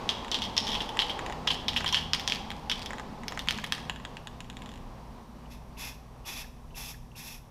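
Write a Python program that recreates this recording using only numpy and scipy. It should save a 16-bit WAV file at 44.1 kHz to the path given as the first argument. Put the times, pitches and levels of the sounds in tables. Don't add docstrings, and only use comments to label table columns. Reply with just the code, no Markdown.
import sys
import numpy as np
from scipy import signal
from scipy.fft import rfft, irfft
from scipy.io import wavfile
from scipy.ndimage import uniform_filter1d

SR = 44100
rng = np.random.default_rng(int(sys.argv[2]) if len(sys.argv) > 2 else 0)


def inscribe(sig):
    pcm = np.round(np.clip(np.atleast_2d(sig).T, -1, 1) * 32767)
    wavfile.write(sys.argv[1], SR, pcm.astype(np.int16))


N = 330750


def undb(db):
    return 10 ** (np.asarray(db) / 20)


def unit(x):
    return x / np.sqrt(np.mean(x ** 2))


def add(out, start_s, x):
    i = int(start_s * SR)
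    out[i:i + len(x)] += x[:max(len(out) - i, 0)]


def fade(t, t60):
    return np.exp(-np.log(1000) * t / t60)


def resonate(x, hz, width_hz):
    hz = min(hz, SR * .45)
    return signal.lfilter(*signal.iirpeak(hz, hz / width_hz, fs=SR), x)


def resonate_twice(x, hz, width_hz):
    return resonate(resonate(x, hz, width_hz), hz, width_hz)


def colour(x, points):
    hz, db = np.transpose(points)
    f = np.maximum(np.fft.rfftfreq(len(x), 1 / SR), 1)
    gain = undb(np.interp(np.log(f), np.log(hz), db))
    return irfft(rfft(x) * gain, len(x))


def walk(rate):
    k = int(SR / rate)
    steps = np.repeat(rng.standard_normal(N // k + 1), k)
    return np.sqrt(2) * uniform_filter1d(uniform_filter1d(steps, k), k)[:N]


def curve(rows):
    s, *columns = np.transpose(rows)
    return [np.interp(np.arange(N) / SR, s, c) for c in columns]


def tone(hz, db, waver=0.0056, throb_db=2.0):
    phase = 2 * np.pi * np.cumsum(hz * (1 + waver * walk(6))) / SR
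    return np.sqrt(2) * undb(db + throb_db * walk(5)) * np.sin(phase)


# start_s [s], level_db [dB], clink_db [dB], ring_db [dB]
BLOWS = [(0.0911, -21, -8.5, -7.5), (0.3156, -32, 2.5, 1), (0.3442, -23, -13, -5), (0.4202, -28, -10.5, -6),
         (0.5666, -31.5, -1, -1.5), (0.5786, -22, 3, -8.5), (0.752, -27.5, -29, -6.5),
         (0.805, -29.5, -21, -4.5), (0.8915, -36, -9, -6.5), (0.9913, -18, -18, -8), (1.0205, -27, -22, -8),
         (1.0965, -32, -26, -1), (1.4752, -22, -13, -4.5), (1.5039, -26.5, -28, 0.5),
         (1.6825, -23.5, -5.5, -4.5), (1.7629, -23.5, -29, -4), (1.861, -29, -13, 0.5),
         (1.926, -29.5, 0, 1), (1.9451, -18.5, -18, -7.5), (1.968, -32.5, -29, 5), (2.134, -19.5, -3, -12),
         (2.1969, -35, -5, -10), (2.277, -25, -1.5, -10.5), (2.2989, -29.5, -3, -6),
         (2.3219, -21.5, -20, -21), (2.5042, -34.5, -16, -21), (2.6975, -25, -5, -7.5),
         (2.7153, -23.5, -12, -7), (2.8602, -41, 2, -0.5), (3.282, -35, 2.5, -13),
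         (3.3925, -34.5, -6.5, -7), (3.4861, -22, -10.5, -13), (3.5085, -27, -7.5, -25),
         (3.643, -34, -15, -8), (3.723, -23.5, -6, -14)]
# [dB, average]
CHATTERS = [(0.4395, .456, -36), (.668, .746, -33.5), (.82, .826, -37.5), (1.776, 1.78, -33),
            (1.878, 1.894, -32.5), (2.347, 2.352, -38.5)]
# start_s [s], knock_db [dB], tick_db [dB]
KNOCK_AND_TICK = [(0, -20, -31), (1.0, -7, -24), (1.6, -7, -20), (2.3, -4.5, -23.5), (3.5, 0, -16.5)]


def blows(gap_s=.0125, jitter_s=.001, scatter_db=2, medium_db=-27.5):
    contacts = list(BLOWS)
    for start, end, db in CHATTERS:
        times = np.arange(start, end, gap_s)
        for s, (late, loud, bright) in zip(times, rng.standard_normal((len(times), 3))):
            clink_db = -4 + scatter_db * bright
            contacts.append((s + jitter_s * late, db + scatter_db * loud, clink_db, -4))
    s, db, clink_db, ring_db = np.transpose(contacts)
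    at, medium_knock_db, medium_tick_db = np.transpose(KNOCK_AND_TICK)
    above_medium_db = db - medium_db
    knock_db = np.interp(s, at, medium_knock_db) - 0.28 * above_medium_db
    tick_db = np.interp(s, at, medium_tick_db) - 0.87 * above_medium_db
    tick_db = tick_db + 0.07 * (clink_db - np.mean(clink_db))
    return np.transpose([s, db, clink_db, ring_db, knock_db, tick_db])


def shaking(contacts, rise_per_db=.0045):
    out = np.zeros(N)
    for s, db, clink_db, ring_db, knock_db, tick_db in contacts:
        pitch = 1 + rise_per_db * (clink_db + 11.5)
        body = crack(3330 * pitch, 1160)
        knock = undb(knock_db) * crack(2040, 2100)
        clink = undb(clink_db) * crack(5390, 1130)
        tick = undb(tick_db) * crack(10500, 8200)
        add(out, s, undb(db) * (body - knock - clink + tick))
        add(out, s, undb(db + ring_db) * shell_ring(np.sqrt(pitch)))
    return out


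def crack(hz, width_hz):
    t = np.arange(SR // 40) / SR
    push = .33 * rng.standard_normal(len(t)) * fade(t, .009)
    push[0] += 2
    y = resonate_twice(push, hz, width_hz)
    return y / np.sqrt(np.mean(y[:SR * 3 // 1000] ** 2))


# [s, 60 dB decay]
SHELL_CLUSTERS = [(974, 390, -6, 0.071), (1840, 430, -10, 0.071), (3204, 580, 4.5, 0.075),
                  (3850, 2270, -13.5, 0.13), (5510, 260, -12, 0.074), (11700, 1300, -36, 0.11)]


def shell_ring(pitch):
    t = np.arange(SR // 6) / SR
    y = np.zeros(len(t))
    for hz, width, db, t60 in SHELL_CLUSTERS:
        cluster = resonate_twice(rng.standard_normal(len(t)), hz * pitch, width)
        y += undb(db) * fade(t, t60) * cluster
    y = y * (1 - np.exp(-(t / .0025) ** 2))
    return y / np.sqrt(np.mean(y[SR // 300:SR // 60] ** 2))


def skitter(contacts, count=6, gap_s=.016, first_db=-18, loss_db=-3.0, scatter_db=3):
    out = np.zeros(N)
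    for s, db, *_, tick_db in contacts:
        times = s + np.cumsum(gap_s * (0.28 + rng.exponential(size=count)))
        levels = db + first_db + loss_db * np.arange(count) + scatter_db * rng.standard_normal(count)
        for at, level in zip(times, levels):
            skip = crack(2640, 3800) - crack(4760, 1900)
            skip = skip + undb(0.86 * tick_db + 6.5) * crack(7800, 7000)
            add(out, at, undb(level) * skip)
    return out


# [dB, relative to the level]
LIGHT_TAPS = [(0.247, -41, -2), (0.282, -41.5, -3), (0.971, -35.5, 0), (1.1917, -39, 4), (1.263, -37, 0.5),
              (1.2982, -47.5, 10.5), (1.3243, -39.5, 1), (1.4722, -34.5, 0), (1.7334, -38, -7),
              (1.8077, -41.5, 5.5), (1.8446, -37.5, 6.5), (2.5156, -38, -4), (2.9064, -46.5, 11),
              (2.9329, -46, 10.5), (2.9833, -44, 2.5), (2.9972, -44, 6.5), (3.2346, -49.5, 6.5),
              (3.3224, -42.5, 6), (3.3749, -43, 9), (3.4741, -42, 1), (3.586, -39, 3), (3.6397, -44.5, 9.5),
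              (3.781, -50, 9), (3.897, -27.5, -5.5), (3.9606, -46, 1), (3.9998, -51, 1),
              (4.0508, -36.5, -4.5), (4.1694, -39, -6.5)]


def rolling(upper_body_db=-10, low_knock_db=-1, sparkle_db=-15):
    out = np.zeros(N)
    taps = [(s, db, knock_db, -9 + 0.7 * knock_db) for s, db, knock_db in LIGHT_TAPS]
    for s, db, knock_db, clink_db in taps + settling():
        body = crack(2950, 1520) - undb(upper_body_db) * crack(3890, 760)
        knock = crack(1816, 510) - undb(low_knock_db) * crack(1014, 500)
        clink = crack(6800, 1500) - undb(sparkle_db) * crack(10700, 5300)
        add(out, s, undb(db) * (body - undb(knock_db) * knock + undb(clink_db) * clink))
    return out


def settling(count=11, start_s=4.272, first_gap_s=.133, shortest_gap_s=.014, gap_shrink=.68):
    k = np.arange(count)
    gaps = shortest_gap_s + (first_gap_s - shortest_gap_s) * gap_shrink ** k
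    times = start_s + np.cumsum(gaps) - gaps
    levels = -38 - 1.5 * k
    far_ticks = list(zip(times + .42 * gaps, levels - 14))[1:]
    ticks = list(zip(times, levels)) + far_ticks
    return [(s, db, -6.5, -8) for s, db in ticks]


# open_s [s], close_s [s], level_db [dB, at opening], sag_db_per_s [dB per s],
# low_hiss_db [dB, relative], squeak_db [dB], release_db [dB]; button() plays the last two
NOZZLE_PRESSES = [(5.494, 5.531, -48, -20, -2.5, -59, -75), (5.769, 5.887, -37, -1, -4.5, -72, -56),
                  (6.249, 6.412, -36.5, -18, -4, -72, -52), (6.745, 6.912, -35, -30, -8, -60, -51),
                  (7.153, 7.351, -38.5, -24, -8, -61, -66)]
# [dB per Hz, relative]
JET_COLOUR = [(500, -13), (900, 0), (1400, -9.5), (2000, -3.5), (3000, -6), (4300, -10), (5400, -1),
              (6200, -8), (7200, -13.5), (9400, -22.5), (10500, -12.5), (11500, -8.5), (13600, -22),
              (15500, -21)]
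# [dB, on white noise]
NOZZLE_CAVITY = [(2590, 116, 7), (3400, 276, 0.5)]


def spraying(open_s, close_s, flutter_db=1.5):
    t = np.arange(N) / SR
    turbulence = rng.standard_normal(N)
    cavity = sum(undb(db) * resonate(turbulence, hz, width) for hz, width, db in NOZZLE_CAVITY)
    jet = unit(colour(rng.standard_normal(N), JET_COLOUR) + cavity) * undb(flutter_db * walk(70))
    low = signal.sosfiltfilt(signal.butter(2, 6500, fs=SR, output="sos"), jet)
    out = np.zeros(N)
    for start, stop, db, sag_db, low_db, *_ in NOZZLE_PRESSES:
        opening = np.clip((t - start) / open_s, 0, 1)
        closing = np.exp(-np.maximum(t - stop, 0) / close_s)
        pressure = undb(db + sag_db * np.clip(t - start, 0, stop - start))
        out += opening * closing * pressure * (jet + (undb(low_db) - 1) * low)
    return out


def button(length_s=0.0057, width_hz=420):
    t = np.arange(-SR // 50, SR // 50) / SR
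    out = np.zeros(N)
    rubs = [(start + 0.0047, 2670, -53) for start, *_ in NOZZLE_PRESSES[1:]]
    for start, stop, *_, squeak_db, release_db in NOZZLE_PRESSES:
        rubs.append((start - .035, 2850, squeak_db))
        rubs.append((stop + .033, 1760, release_db))
    for s, hz, db in rubs:
        rub = unit(resonate_twice(rng.standard_normal(len(t)), hz, width_hz))
        add(out, s + t[0], undb(db) * np.exp(-(t / length_s) ** 2) * rub)
    return out


def garage(x, early_db, late_db, drying_db_per_s=0, early_t60=0.037, late_t60=0.58, treble_t60=0.47):
    t = np.arange(SR * 3 // 4) / SR
    early = rng.standard_normal(len(t)) ** 3 * fade(t, early_t60) * (t > .003)
    diffuse = rng.standard_normal(len(t))
    low = signal.sosfilt(signal.butter(2, 6000, fs=SR, output="sos"), diffuse)
    high_pass = signal.butter(2, 7000, "high", fs=SR, output="sos")
    high = signal.sosfilt(high_pass, rng.standard_normal(len(t)))
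    late = (low * fade(t, late_t60) + high * fade(t, treble_t60)) * np.clip(t / 0.0095, 0, 1)
    response = undb(early_db) * early / np.linalg.norm(early) + undb(late_db) * late / np.linalg.norm(late)
    send = undb(-drying_db_per_s * np.arange(N) / SR)
    return x + signal.fftconvolve(x * send, response)[:N]


# start_s [s], pitch_hz [Hz], level_db [dB]
TREAD_WHINE = [(0, 926, -65), (.6, 870, -45), (1.0, 863, -43), (1.5, 782, -54.5), (2.9, 833.6, -49.5),
               (4.2, 862, -88)]
# start_s [s], level_db [dB]
CAR_THROB = [(1.2, -74), (1.75, -42.5), (2.3, -57), (2.8, -71)]


def passing_car(tread_rate=170, throb_hz=86, throb_rate=30):
    def murmur(hz, rate):
        phase = 2 * np.pi * np.cumsum(hz * np.ones(N)) / SR
        return walk(rate) * np.cos(phase) + walk(rate) * np.sin(phase)
    tread_hz, tread_db = curve(TREAD_WHINE)
    throb_db, = curve(CAR_THROB)
    whine = undb(tread_db) * murmur(tread_hz, tread_rate)
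    return whine + undb(throb_db) * murmur(throb_hz, throb_rate)


# start_s [s], tyre_db [dB], drone_db [dB]
FAR_TRAFFIC = [(0, -41, -44), (.6, -41.5, -46), (1.05, -39.5, -46.5), (2.1, -45.5, -46.5),
               (3.6, -46, -45.5), (4.2, -49.5, -51.5), (5.8, -53.5, -54), (7.5, -59.5, -63)]
# [dB per Hz, relative]
TYRE_COLOUR = [(200, -7), (320, -3), (410, -0.5), (620, -2.5), (780, 0.5), (1020, 0.5), (1400, -12),
               (2200, -16), (5000, -21.5), (12000, -45.5)]
DRONE_COLOUR = [(60, -13), (90, 0.5), (130, -20), (175, -2.5), (205, 2.5), (225, 1.5), (248, 1.5),
                (290, -10.5), (450, -50.5)]
RUMBLE_COLOUR = [(15, -7), (28, 9), (42, 4), (56, 3), (72, -5), (100, -5), (145, -2), (300, -44.5)]
AIR_COLOUR = [(500, 38.5), (2000, -31), (3500, 11), (4400, -65), (5500, 28.5), (7000, 18), (9500, 19),
              (12500, 19), (15500, -10)]
# start_s [s], pitch_hz [Hz], level_db [dB]
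FAR_ENGINE = [(.4, 152.7, -87), (1.4, 156.4, -49), (2.1, 156.8, -48.5), (2.7, 155.4, -59),
              (3.5, 155.6, -51.5), (4.9, 156.2, -62)]
# pitch_hz [Hz], level_db [dB]
MACHINE_HUM = [(57, -53), (120, -58), (240, -63.5)]


def outdoors():
    tyre_db, drone_db = curve(FAR_TRAFFIC)
    colours = (TYRE_COLOUR, DRONE_COLOUR, RUMBLE_COLOUR, AIR_COLOUR)
    tyres, drone, rumble, air = (unit(colour(rng.standard_normal(N), c)) for c in colours)
    traffic = tyres * undb(tyre_db + 0.98 * walk(14)) + drone * undb(drone_db + 1.16 * walk(4.9))
    hums = tone(*curve(FAR_ENGINE)) + sum(tone(hz, db) for hz, db in MACHINE_HUM)
    return traffic + hums + rumble * undb(-49.5 + walk(8)) + air * undb(-65.5)


def scene():
    contacts = blows()
    ball = shaking(contacts) + skitter(contacts)
    shake = garage(ball, early_db=-9.5, late_db=-8.0, drying_db_per_s=0.38)
    roll = garage(rolling(), early_db=-8.5, late_db=-11.5)
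    nozzle = spraying(open_s=0.026, close_s=0.028) + button()
    spray = garage(nozzle, early_db=-11.5, late_db=-13.5)
    return (shake + roll + spray + outdoors() + passing_car())[None]


def record(dry, top_hz=15300):
    return signal.sosfilt(signal.ellip(8, .2, 70, top_hz, fs=SR, output="sos"), dry)


dry = scene()
out = record(dry)
inscribe(out)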